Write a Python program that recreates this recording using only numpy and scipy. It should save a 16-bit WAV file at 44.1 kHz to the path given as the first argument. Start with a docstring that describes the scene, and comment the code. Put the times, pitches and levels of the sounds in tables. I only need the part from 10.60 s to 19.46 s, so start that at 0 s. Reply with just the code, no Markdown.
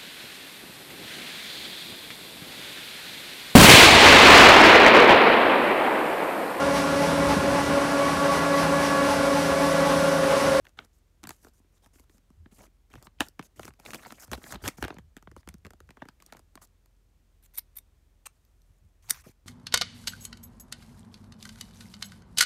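"""A quiet furnished room, close over the carpet: hands turn, tap and slide small bags of folded paper.
Creases snap and ring the hollow of a bag, paper faces hiss and crinkle, swung bags pump the air.
Then scissors work twice in the air and snip through a bag: the blades chatter, squeal and clack, the
room rumbles briefly and the cut bag flops down. A far motor hums behind; a phone microphone hears it."""
import sys
import numpy as np
from scipy import signal
from scipy.fft import rfft, irfft, next_fast_len
from scipy.io import wavfile
from scipy.ndimage import uniform_filter1d, map_coordinates

SR = 44100
rng = np.random.default_rng(int(sys.argv[2]) if len(sys.argv) > 2 else 0)


def generate_wav(sig):
    """Save sig (samples, or channels by samples) to the path in sys.argv[1] as 16-bit PCM at SR."""
    pcm = np.round(np.clip(np.atleast_2d(sig).T, -1, 1) * 32767).astype(np.int16)
    wavfile.write(sys.argv[1], SR, pcm)


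N = 390726

# creases buckling and fingertips landing: t/s, sheet peak/dB, crack re sheet/dB, puff re sheet/dB
PAPER_SNAPS = [(0.0524, -45.5, -6.5, -13), (0.0679, -38.5, -19, -28), (0.0923, -58.5, 6.5, -18),
               (0.1889, -27.5, -33, -24), (0.2474, -57, 9, 1), (0.632, -46.5, 5.5, 0),
               (0.6382, -36.5, 4.5, -4.5), (0.6515, -40, -25, -6), (0.6716, -33.5, 3, -9),
               (0.6919, -33, 7, -8.5), (0.7061, -34.5, 1.5, -11), (0.8468, -44, -2.5, -1),
               (0.8683, -44, -19, -2.5), (0.8842, -60, 10, 4), (1.0, -64, -15, 9), (1.045, -67.5, -15, 8),
               (1.261, -52, 1, -1.5), (1.3574, -54.5, -5, -0.5), (1.3968, -53.5, 8, 0.5),
               (1.496, -52.5, -3, -2), (1.545, -67.5, -15, 13), (1.581, -60.5, 8, 0),
               (1.703, -54.5, -4, 5.5), (1.8584, -46.5, -32, 3), (1.922, -60.5, -10, 11.5),
               (1.99, -52, -12, -15), (2.0386, -48, -9, -20), (2.075, -63, -8, 6), (2.302, -56.5, -1, -2),
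               (2.331, -57, 6, -2), (2.338, -38.5, -10, -8), (2.3544, -40, -10, -2),
               (2.4257, -49.5, 8.5, 0.5), (2.4691, -39, -21, -10), (2.6059, -10, -6.5, -10),
               (2.6153, -23, -22, -18), (2.6847, -57.5, 22, 5), (2.7933, -28, -10, -2),
               (2.813, -48, -9, -7), (2.826, -46, -2, -11), (2.9949, -30.5, -6.5, -5),
               (3.0316, -36.5, -3.5, -23), (3.0476, -41, -3, -2), (3.0529, -39, 5.5, -5.5),
               (3.0793, -36.5, -5, -7), (3.1052, -48, -10, -15), (3.137, -54, -2, -8),
               (3.199, -45, 3.5, -9), (3.2508, -42.5, -3, -6), (3.2612, -31, -23, -25),
               (3.3056, -32, -4, -24), (3.3336, -26.5, -7, -15), (3.3452, -30, 1.5, -7.5),
               (3.45, -36.5, -14, -15), (3.4654, -36, -18, -7), (3.5062, -33.5, -16, -18),
               (3.522, -37, 0, -4.5), (3.633, -44.5, 1, -11), (3.6786, -48, -3.5, -3),
               (3.7154, -29.5, -1.5, 0), (3.732, -22, -6.5, -14), (3.7766, -44.5, -6, 7.5),
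               (3.8403, -35.5, -16, -8), (3.9232, -27, -1, -15), (3.9448, -35, -1, -2),
               (3.9549, -35, -22, -6), (4.0392, -32, -11, 1.5), (4.0782, -19, 2, -16),
               (4.084, -23.5, 1, -10), (4.1838, -40, -11, 3), (4.2257, -19, -9, -6.5), (4.24, -25, -9, -9),
               (4.2481, -27, -7, -0.5), (4.2808, -31.5, -6.5, -7), (4.3043, -27.5, -25, -5),
               (4.325, -43, -30, -2), (4.3427, -53, 5, 9.5), (4.3673, -44, -33, 1),
               (4.3848, -38, -6.5, -2.5), (4.5667, -37, -2.5, -3), (4.5745, -46.5, -2, -9.5),
               (4.6253, -45, -4, -7), (4.673, -37, -32, -5), (4.7146, -45, -3.5, -3),
               (4.7644, -37.5, -8, -5.5), (4.8305, -54, -20, -19), (4.8746, -35, -10, -2),
               (4.8885, -36, 3.5, -8.5), (4.9409, -49, 6.5, 7.5), (5.0492, -36.5, -9.5, -5),
               (5.056, -37, -11, -10), (5.0658, -42, -0.5, 0.5), (5.1058, -42.5, -1.5, -7),
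               (5.134, -46, -4, -5), (5.2034, -41.5, -4.5, -4), (5.2906, -43, -11.5, -4.5),
               (5.3059, -41.5, -2.5, -8.5), (5.37, -44.5, -15, -5), (5.4206, -29.5, -27, -4),
               (5.4538, -45, -10, 1), (5.4866, -36, -6.5, -11), (5.6015, -48.5, -5, -13),
               (5.6228, -46.5, 4, -13.5), (5.6628, -63.5, 24.5, 7), (5.724, -35, -4.5, -9),
               (5.7342, -48, 3, -15), (5.7481, -44, -28, -6), (5.768, -46.5, 1.5, -8),
               (5.7929, -52, 6.5, -4), (5.9545, -40.5, 3, -5.5), (5.9752, -41, -24, -15),
               (6.259, -61.5, 9, -9.5)]
# tone of the sheet's body, a crease's bright crack and a bag's puff of air: f/Hz, level/dB
SHEET_EQ = [(300, -25), (600, 2), (900, 0), (1400, -1.5), (2500, -7), (4000, -10), (7000, -26)]
CRACK_EQ = [(2500, -22), (4500, -0.5), (6500, 0), (13000, -6.5), (16800, -14)]
PUFF_EQ = [(60, -25.5), (110, 0.5), (250, 1.5), (520, -6.5), (850, -21.5)]


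def snaps():
    """A buckling crease cracks, rings the bag's hollow a little longer and pushes out a puff of air."""
    # pitch of the hollow as the grip opens and closes it: t/s, f/Hz
    hollow_pitch = [(0, 2100), (.3, 2000), (.6, 1450), (2.3, 1250), (2.6, 1600), (3.1, 1300), (3.33, 2200),
                    (3.5, 1300), (3.92, 1800), (4.3, 1150), (4.9, 1500), (6.3, 1200)]
    at, db, crack_db, puff_db = np.transpose(PAPER_SNAPS)[:, :, None]
    detune = np.exp(0.23 * rng.standard_normal(db.shape))
    hollow_hz = np.interp(at, *np.transpose(hollow_pitch)) * detune
    t = np.arange(SR // 20) / SR
    # strong snaps run along more folds, so they last longer
    life = 0.0039 * amp(0.025 * (db + 38.0) + 1.4 * rng.standard_normal(db.shape))
    attack = 1 - np.exp(-t / 0.000075)

    def burst(decay_s, grit_db):
        return gritty((len(at), len(t)), grit_db) * attack * np.exp(-(t / decay_s) ** 1.4)

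    hollow = modes([(hollow_hz, 0.83 * hollow_hz, 0), (3.0 * hollow_hz, 0.52 * hollow_hz, -9)])
    crack = filtered(burst(0.43 * life, 3.3), colour(CRACK_EQ))
    sheet = filtered(burst(0.61 * life, 1.6), lambda hz: (hollow(hz) + 0.12) * colour(SHEET_EQ)(hz))
    pocket_hz = 260 * np.exp(0.35 * rng.standard_normal(db.shape))  # each fold traps its own air pocket
    pocket = modes([(pocket_hz, 0.73 * pocket_hz, 0)])
    puff = filtered(burst(1.4 * life, 0.8), lambda hz: (pocket(hz) + 0.2) * colour(PUFF_EQ)(hz))
    snap = peaked(sheet) + amp(crack_db) * peaked(crack) + amp(puff_db) * peaked(puff)
    return placed(at[:, 0], amp(db) * snap)


def rubbing():
    """Fibres hiss in each rub and around each snap; the sheets crinkle in clumps, pop and puff."""
    # paper rubs; the last row is a faint rise in background hiss with ticks:
    # start/s, end/s, hiss/dB, crinkle/dB, swell/dB
    rubs = [(0.043, 0.104, -79, -71, -4), (0.173, 0.26, -79, -66.5, -8), (0.33, 0.396, -76.5, -88, -3),
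            (0.631, 0.71, -83, -67, 4), (0.712, 0.75, -64, -67, 2), (0.75, 0.826, -71.5, -78.5, 0),
            (0.829, 0.9, -75, -76, -12), (0.934, 0.998, -71.5, -86, -3), (1.12, 1.184, -72, -72.5, 3.5),
            (1.223, 1.276, -74.5, -70, -3), (1.334, 1.446, -71.5, -73, -4.5), (1.5, 1.58, -73, -78.5, 0),
            (1.913, 1.98, -65, -67, 2.5), (1.982, 2.07, -68, -64, -6), (2.303, 2.439, -71, -64.5, 4.5),
            (2.443, 2.472, -62.5, -65.5, 1), (2.585, 2.598, -82, -67, 3), (2.604, 2.624, -48.5, -40, -2.5),
            (2.626, 2.68, -60, -61, -4), (2.828, 2.871, -61.5, -66, 2), (2.96, 3.098, -59, -57.5, 6.5),
            (3.191, 3.257, -69.5, -65, 2), (3.255, 3.323, -55, -48, 0.5), (3.33, 3.359, -52, -45, 4.5),
            (3.355, 3.535, -61.5, -56.5, -1), (3.537, 3.6, -66, -65.5, -2.5), (3.6, 3.651, -52.5, -58, 0.5),
            (3.647, 3.714, -71, -66, 0), (3.717, 3.756, -53, -41, -1), (3.758, 3.827, -64.5, -58.5, 2),
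            (3.83, 3.931, -47.5, -50, 10), (3.932, 3.965, -58, -49.5, 1.5), (3.967, 4.02, -75, -60.5, 5),
            (4.022, 4.091, -40, -35, 17.5), (4.095, 4.164, -73.5, -72, -15), (4.172, 4.226, -62.5, -64, -6),
            (4.229, 4.4, -89.5, -68.5, -22.5), (4.762, 4.815, -71.5, -68, 5), (4.88, 4.956, -87, -71.5, 0),
            (5.364, 5.496, -90, -70.5, 2), (5.601, 5.803, -77.5, -70, 4), (6.016, 6.056, -61, -62.5, -3),
            (7.68, 8.2, -84.5, -86.5, 0.5)]
    # tone of the hiss: f/Hz, level/dB
    hiss_eq = [(3000, -25), (4500, -5.5), (6500, -1), (11000, -4), (16800, -12)]
    hiss_gain, crinkle_gain = stroke_gains(rubs, edge_s=0.0067)
    at, db, crack_db, _ = np.transpose(PAPER_SNAPS)[:, :, None]
    lead = SR // 60
    t = np.arange(-lead, 3 * lead) / SR
    rustle = np.where(t < 0, np.exp(t / 0.002), np.exp(-(t / 0.013) ** 2))  # build-up, then tail
    starts = at[:, 0] - lead / SR
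    hiss_gain += placed(starts, amp(db + crack_db - 34) * rustle)
    crinkle_gain += placed(starts, amp(db - 26) * rustle)

    def grain(grit_db, eq, depth_db):
        slips = unit(gritty(N, grit_db))
        creases = amp(-7) * pops(count=600)
        return patchy(filtered(slips + creases, colour(eq)), depth_db)

    clumps = wobble(60)
    fibres = amp(1.7 * clumps + 0.78 * wobble(230)) * grain(3.9, hiss_eq, depth_db=2.5)
    folds = amp(1.7 * clumps + 2.4 * wobble(150)) * grain(5.0, SHEET_EQ, depth_db=5)
    puffs = amp(-4 + 2.2 * wobble(25)) * unit(filtered(rng.standard_normal(N), colour(PUFF_EQ)))
    return hiss_gain * unit(fibres) + crinkle_gain * (unit(folds) + puffs)


def scissors():
    """Edges chatter along each other and ring the blades, scrape, clack and squeal."""
    # blade strokes: start/s, end/s, chatter/dB, scrape/dB, swell/dB
    blade_strokes = [(6.826, 6.866, -60, -65.5, 9.5), (6.937, 6.959, -49.5, -57, 10.5),
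                     (6.962, 6.992, -33, -46.5, 18.5), (7.155, 7.173, -43.5, -56.5, 16.5),
                     (7.178, 7.187, -57, -54, 6.5), (7.657, 7.671, -58, -37, 8),
                     (8.424, 8.486, -90, -64.5, 2), (8.486, 8.499, -61.5, -40.5, 15.5),
                     (8.5, 8.509, -33, -39.5, 0.5), (8.51, 8.624, -79.5, -60.5, -11.5),
                     (8.639, 8.72, -77, -64.5, -5.5)]
    # resonances of the steel: f/Hz, width/Hz, level/dB
    blade_modes = [(2160, 280, -16), (3670, 160, -11), (4300, 300, -19), (5820, 300, -17), (8300, 180, -12),
                   (9600, 420, -8), (11200, 250, -4), (13900, 400, -6), (14530, 270, -0.5),
                   (14370, 540, -7)]
    chatter_gain, scrape_gain = stroke_gains(blade_strokes, edge_s=0.0037)
    chatter = chatter_gain * unit(amp(4.5 * wobble(600)) * gritty(N, 6.5))
    ring = modes(blade_modes)
    steel = filtered(chatter, ring) / np.std(filtered(rng.standard_normal(SR), ring))
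    return steel + shearing(scrape_gain) + clacks(ring) + squeals()


def shearing(gain):
    """Closing edges scrape along each other: a broad, grainy rasp."""
    # tone of the rasp: f/Hz, level/dB
    shear_eq = [(240, -18), (400, -16.5), (1030, -1.5), (2290, -4), (2930, -9.5), (6390, -5),
                (14800, -14.5), (16500, -21)]
    flutter = amp(1.2 * wobble(360))
    rasp = patchy(filtered(gritty(N, 3), colour(shear_eq)), depth_db=4.0)
    return gain * flutter * unit(rasp)


def clacks(blade_ring):
    """Tips and handles meet: each blow blends ringing steel with a dull knock."""
    # blows: t/s, level/dB, dull share from 0 to 1
    hits = [(6.8265, -52.5, .2), (6.9927, -30.5, 0.7), (7.186, -31, 0), (7.6635, -55.5, 0.7),
            (7.85, -55, 0.43), (8.018, -54, 0.68), (8.426, -58.5, .7), (8.4965, -17.5, 0.55),
            (8.5071, -5, 0.58), (8.508, -11.5, 0.37), (8.6399, -59.5, 0.6)]
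    at, db, dull = np.transpose(hits)[:, :, None]
    t = np.arange(SR // 20) / SR
    blow = rng.standard_normal((len(at), len(t))) * np.exp(-t / 0.0014)
    handles = peaked(filtered(blow, modes([(1782, 370, -3.0), (4150, 1000, 5.5), (5560, 1500, 7.5)])))
    tips = peaked(filtered(blow, blade_ring))
    return placed(at[:, 0], amp(db) * ((1 - dull) * tips + dull * handles))


def squeals():
    """The blades squeal as their crossing point runs along them."""
    # gliding chirps: t/s, length/s, start f/Hz, end f/Hz, level/dB
    chirps = [(6.974, 0.0091, 7600, 10970, -36), (6.982, 0.007, 11800, 12090, -27.5),
              (6.983, .006, 13600, 14820, -30), (7.165, 0.014, 13800, 12400, -38),
              (7.181, 0.0132, 9800, 8000, -50), (8.502, .006, 7800, 9810, -21.5)]
    at, length, start_hz, end_hz, db = np.transpose(chirps)[:, :, None]
    t = np.arange(SR // 20) / SR
    progress = np.clip(t / length, 0, 1)
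    pitch = start_hz + (end_hz - start_hz) * progress
    tone = np.sin(2 * np.pi * np.cumsum(pitch, axis=1) / SR)
    flutter = amp(4 * unit(uniform_filter1d(rng.standard_normal(progress.shape), size=12)))
    return placed(at[:, 0], amp(db) * np.sin(np.pi * progress) * flutter * tone)


def drops():
    """The cut bag flops onto the carpet with only a soft puff of air."""
    # landings: t/s, peak/dB
    flops = [(8.506, -45.5), (8.662, -39.5), (8.685, -47)]
    at, db = np.transpose(flops)[:, :, None]
    t = np.arange(SR // 10) / SR
    push = rng.standard_normal((len(at), len(t))) * t * np.exp(-t / 0.004)
    return placed(at[:, 0], amp(db) * peaked(filtered(push, colour(PUFF_EQ))))


def low_swells():
    """Low swells of air: bags swung nearby, then room rumble during the scissors."""
    # middle t/s, half length/s, level/dB
    swells = [(0.681, 0.094, -57), (1.816, 0.09, -52.5), (2.37, 0.048, -51), (2.617, 0.044, -50),
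              (2.998, 0.046, -52), (3.077, .066, -52.5), (3.743, 0.076, -42.5), (3.958, 0.04, -46),
              (4.056, 0.044, -39), (4.245, 0.046, -38.5), (4.409, 0.14, -55.5), (4.714, 0.077, -53),
              (4.781, 0.047, -52), (4.895, 0.0397, -46.5), (4.97, .065, -55.5), (5.075, 0.063, -52.5),
              (5.255, 0.13, -57), (8.109, .04, -59.5), (8.248, 0.042, -56), (8.539, 0.14, -58.5)]
    # tone of the swells: f/Hz, level/dB
    air_eq = [(40, -31), (65, 6.5), (110, -5.5), (150, -11), (250, -31)]
    at, half_length, db = np.transpose(swells)[:, :, None]
    t = np.arange(SR // 3) / SR
    air = filtered(rng.standard_normal((len(at), 2 * len(t))), colour(air_eq))[:, len(t):]
    swell = air * np.sin(np.pi * np.clip(t / (2 * half_length), 0, 1)) ** 2.1
    size = np.sqrt((swell ** 2).sum(axis=1, keepdims=True) / (half_length * SR))
    return placed((at - half_length)[:, 0], amp(db) * swell / size)


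def ticks():
    """Folded paper settles with faint scattered ticks."""
    return amp(-91.5) * filtered(pops(count=150), colour(CRACK_EQ))


def walls(x):
    """A short room reverb, with a fresh tail every quarter second as moving hands change the paths."""
    # time the room takes to die by 60 dB: f/Hz, decay/s
    decay_times = [(150, 0.11), (3000, 0.16), (15000, 0.06)]
    reverb, step = np.zeros(N + SR), SR // 4
    predelay = 200  # samples
    for i in range(0, N, step):
        hz, t, bands = signal.stft(rng.standard_normal(SR // 3), SR, nperseg=256)
        decay = amp(-60 * t / along(decay_times, hz)[:, None])
        tail = signal.istft(bands * decay, SR, nperseg=256)[1]
        wet = signal.fftconvolve(x[i:i + step], tail / np.linalg.norm(tail))
        reverb[i + predelay:][:len(wet)] += wet
    return reverb[:N]


def room_tone():
    """A bed of air and microphone hiss over the wavering drone of a far motor."""
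    # tone of the bed: f/Hz, level/dB
    bed_eq = [(40, -21), (60, -0.5), (100, -6.5), (190, -14.5), (400, -20), (830, -27), (1400, -29.5),
              (9000, -37.5), (16800, -43.5)]
    # motor hum: multiple of the turning speed, level/dB
    harmonics = [(2, -62.5), (3, -67), (4, -71)]
    bed_gain = amp(-68.5 + 0.94 * wobble(2))
    bed = unit(filtered(rng.standard_normal(N), lambda hz: amp(along(bed_eq, hz, -90))))
    motor_hz = 21.4 + 0.56 * wobble(3.5)
    turn = 2 * np.pi * np.cumsum(motor_hz) / SR
    drone = sum(amp(db + 2.5 * wobble(5)) * np.sin(k * turn + 0.6 * wobble(3)) for k, db in harmonics)
    return bed_gain * bed + drone


def amp(db):
    """Decibels to gain."""
    return 10 ** (np.asarray(db) / 20)


def unit(x):
    """Scaled to rms 1."""
    return x / np.sqrt(np.mean(x ** 2) + 1e-20)


def peaked(rows):
    """Every row scaled to peak 1."""
    return rows / np.abs(rows).max(axis=-1, keepdims=True)


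def along(points, hz, beyond=None):
    """(f/Hz, value) points read on a log frequency axis."""
    f, values = np.transpose(points)
    return np.interp(np.log(hz + 1), np.log(f + 1), values, beyond, beyond)


def wobble(rate):
    """A smooth random curve, rate knots a second."""
    knots = rng.standard_normal(int(N * rate / SR) + 4)
    at = np.arange(0, N + 8, 8)
    return np.interp(np.arange(N), at, map_coordinates(knots, [at * rate / SR]))


def filtered(x, response):
    """x through a complex frequency response."""
    size = 2 * next_fast_len(x.shape[-1] // 2 + 2048)
    return irfft(rfft(x, size) * response(np.fft.rfftfreq(size, 1 / SR)), size)[..., :x.shape[-1]]


def colour(points):
    """A minimum-phase EQ through (f/Hz, level/dB) points."""
    def response(hz):
        cepstrum = irfft(np.log(amp(along(points, hz, -90))))
        cepstrum[1:len(hz) - 1] *= 2
        cepstrum[len(hz):] = 0
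        return np.exp(rfft(cepstrum))
    return response


def modes(table):
    """A bank of (f/Hz, width/Hz, level/dB) resonators of alternating polarity."""
    return lambda f: sum((-1) ** k * amp(db) * 1j * f * width / (centre ** 2 - f * f + 1j * f * width)
                         for k, (centre, width, db) in enumerate(table))


def gritty(shape, grit_db):
    """Noise whose samples differ widely in size, like many tiny fibre slips."""
    return rng.standard_normal(shape) * amp(grit_db * np.minimum(rng.exponential(size=shape), 4))


def pops(count):
    """Sparse one-millisecond pops of very unequal size, at random times."""
    return unit(placed(rng.random(count) * N / SR, gritty((count, 1), 3.5) * gritty((count, 50), 1.3)))


def patchy(x, depth_db):
    """Random patches of gain over time and frequency."""
    bands = signal.stft(x, nperseg=256)[2]
    patches = uniform_filter1d(rng.standard_normal(bands.shape), size=6, axis=0)
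    patches = uniform_filter1d(patches, size=6, axis=1)
    return signal.istft(bands * amp(depth_db * unit(patches)), nperseg=256)[1][:N]


def stroke_gains(rows, edge_s):
    """Two envelopes: each stroke ramps by its swell in dB to its end levels, with soft edges."""
    gains = np.zeros((2, N))
    for start, end, *db, swell_db in rows:
        a, b = round(start * SR), round(end * SR)
        gains[:, a:b] += amp(np.array(db)[:, None] - swell_db * np.linspace(1, 0, b - a))
    return np.abs(uniform_filter1d(gains, size=round(edge_s * SR)))


def placed(times, rows):
    """Short sounds added up at their times."""
    at = np.round(np.asarray(times) * SR).astype(int)[:, None] + np.arange(rows.shape[1])
    return np.bincount(at.ravel(), rows.ravel(), N + rows.shape[1])[:N]


def scene():
    """Paper and scissors up close, with a touch of reverb, over the room tone."""
    near = snaps() + rubbing() + scissors() + drops() + ticks()
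    return (near + amp(-21) * walls(near) + low_swells() + room_tone())[None]


def record(dry):
    """The microphone port colours the treble, drops the deepest bass and stops at its band limit."""
    # f/Hz, level/dB
    mic_eq = [(15, -29.0), (35, -1.0), (3500, -0.5), (4900, -1), (6400, 0.5), (9300, 0), (10500, -1.5),
              (12000, 2.0), (15600, -0.5), (16100, -22), (20000, -26.5)]
    top_hz = 16700
    return filtered(dry, lambda hz: amp(along(mic_eq, hz)) * (hz < top_hz))


dry = scene()
out = record(dry)
generate_wav(out)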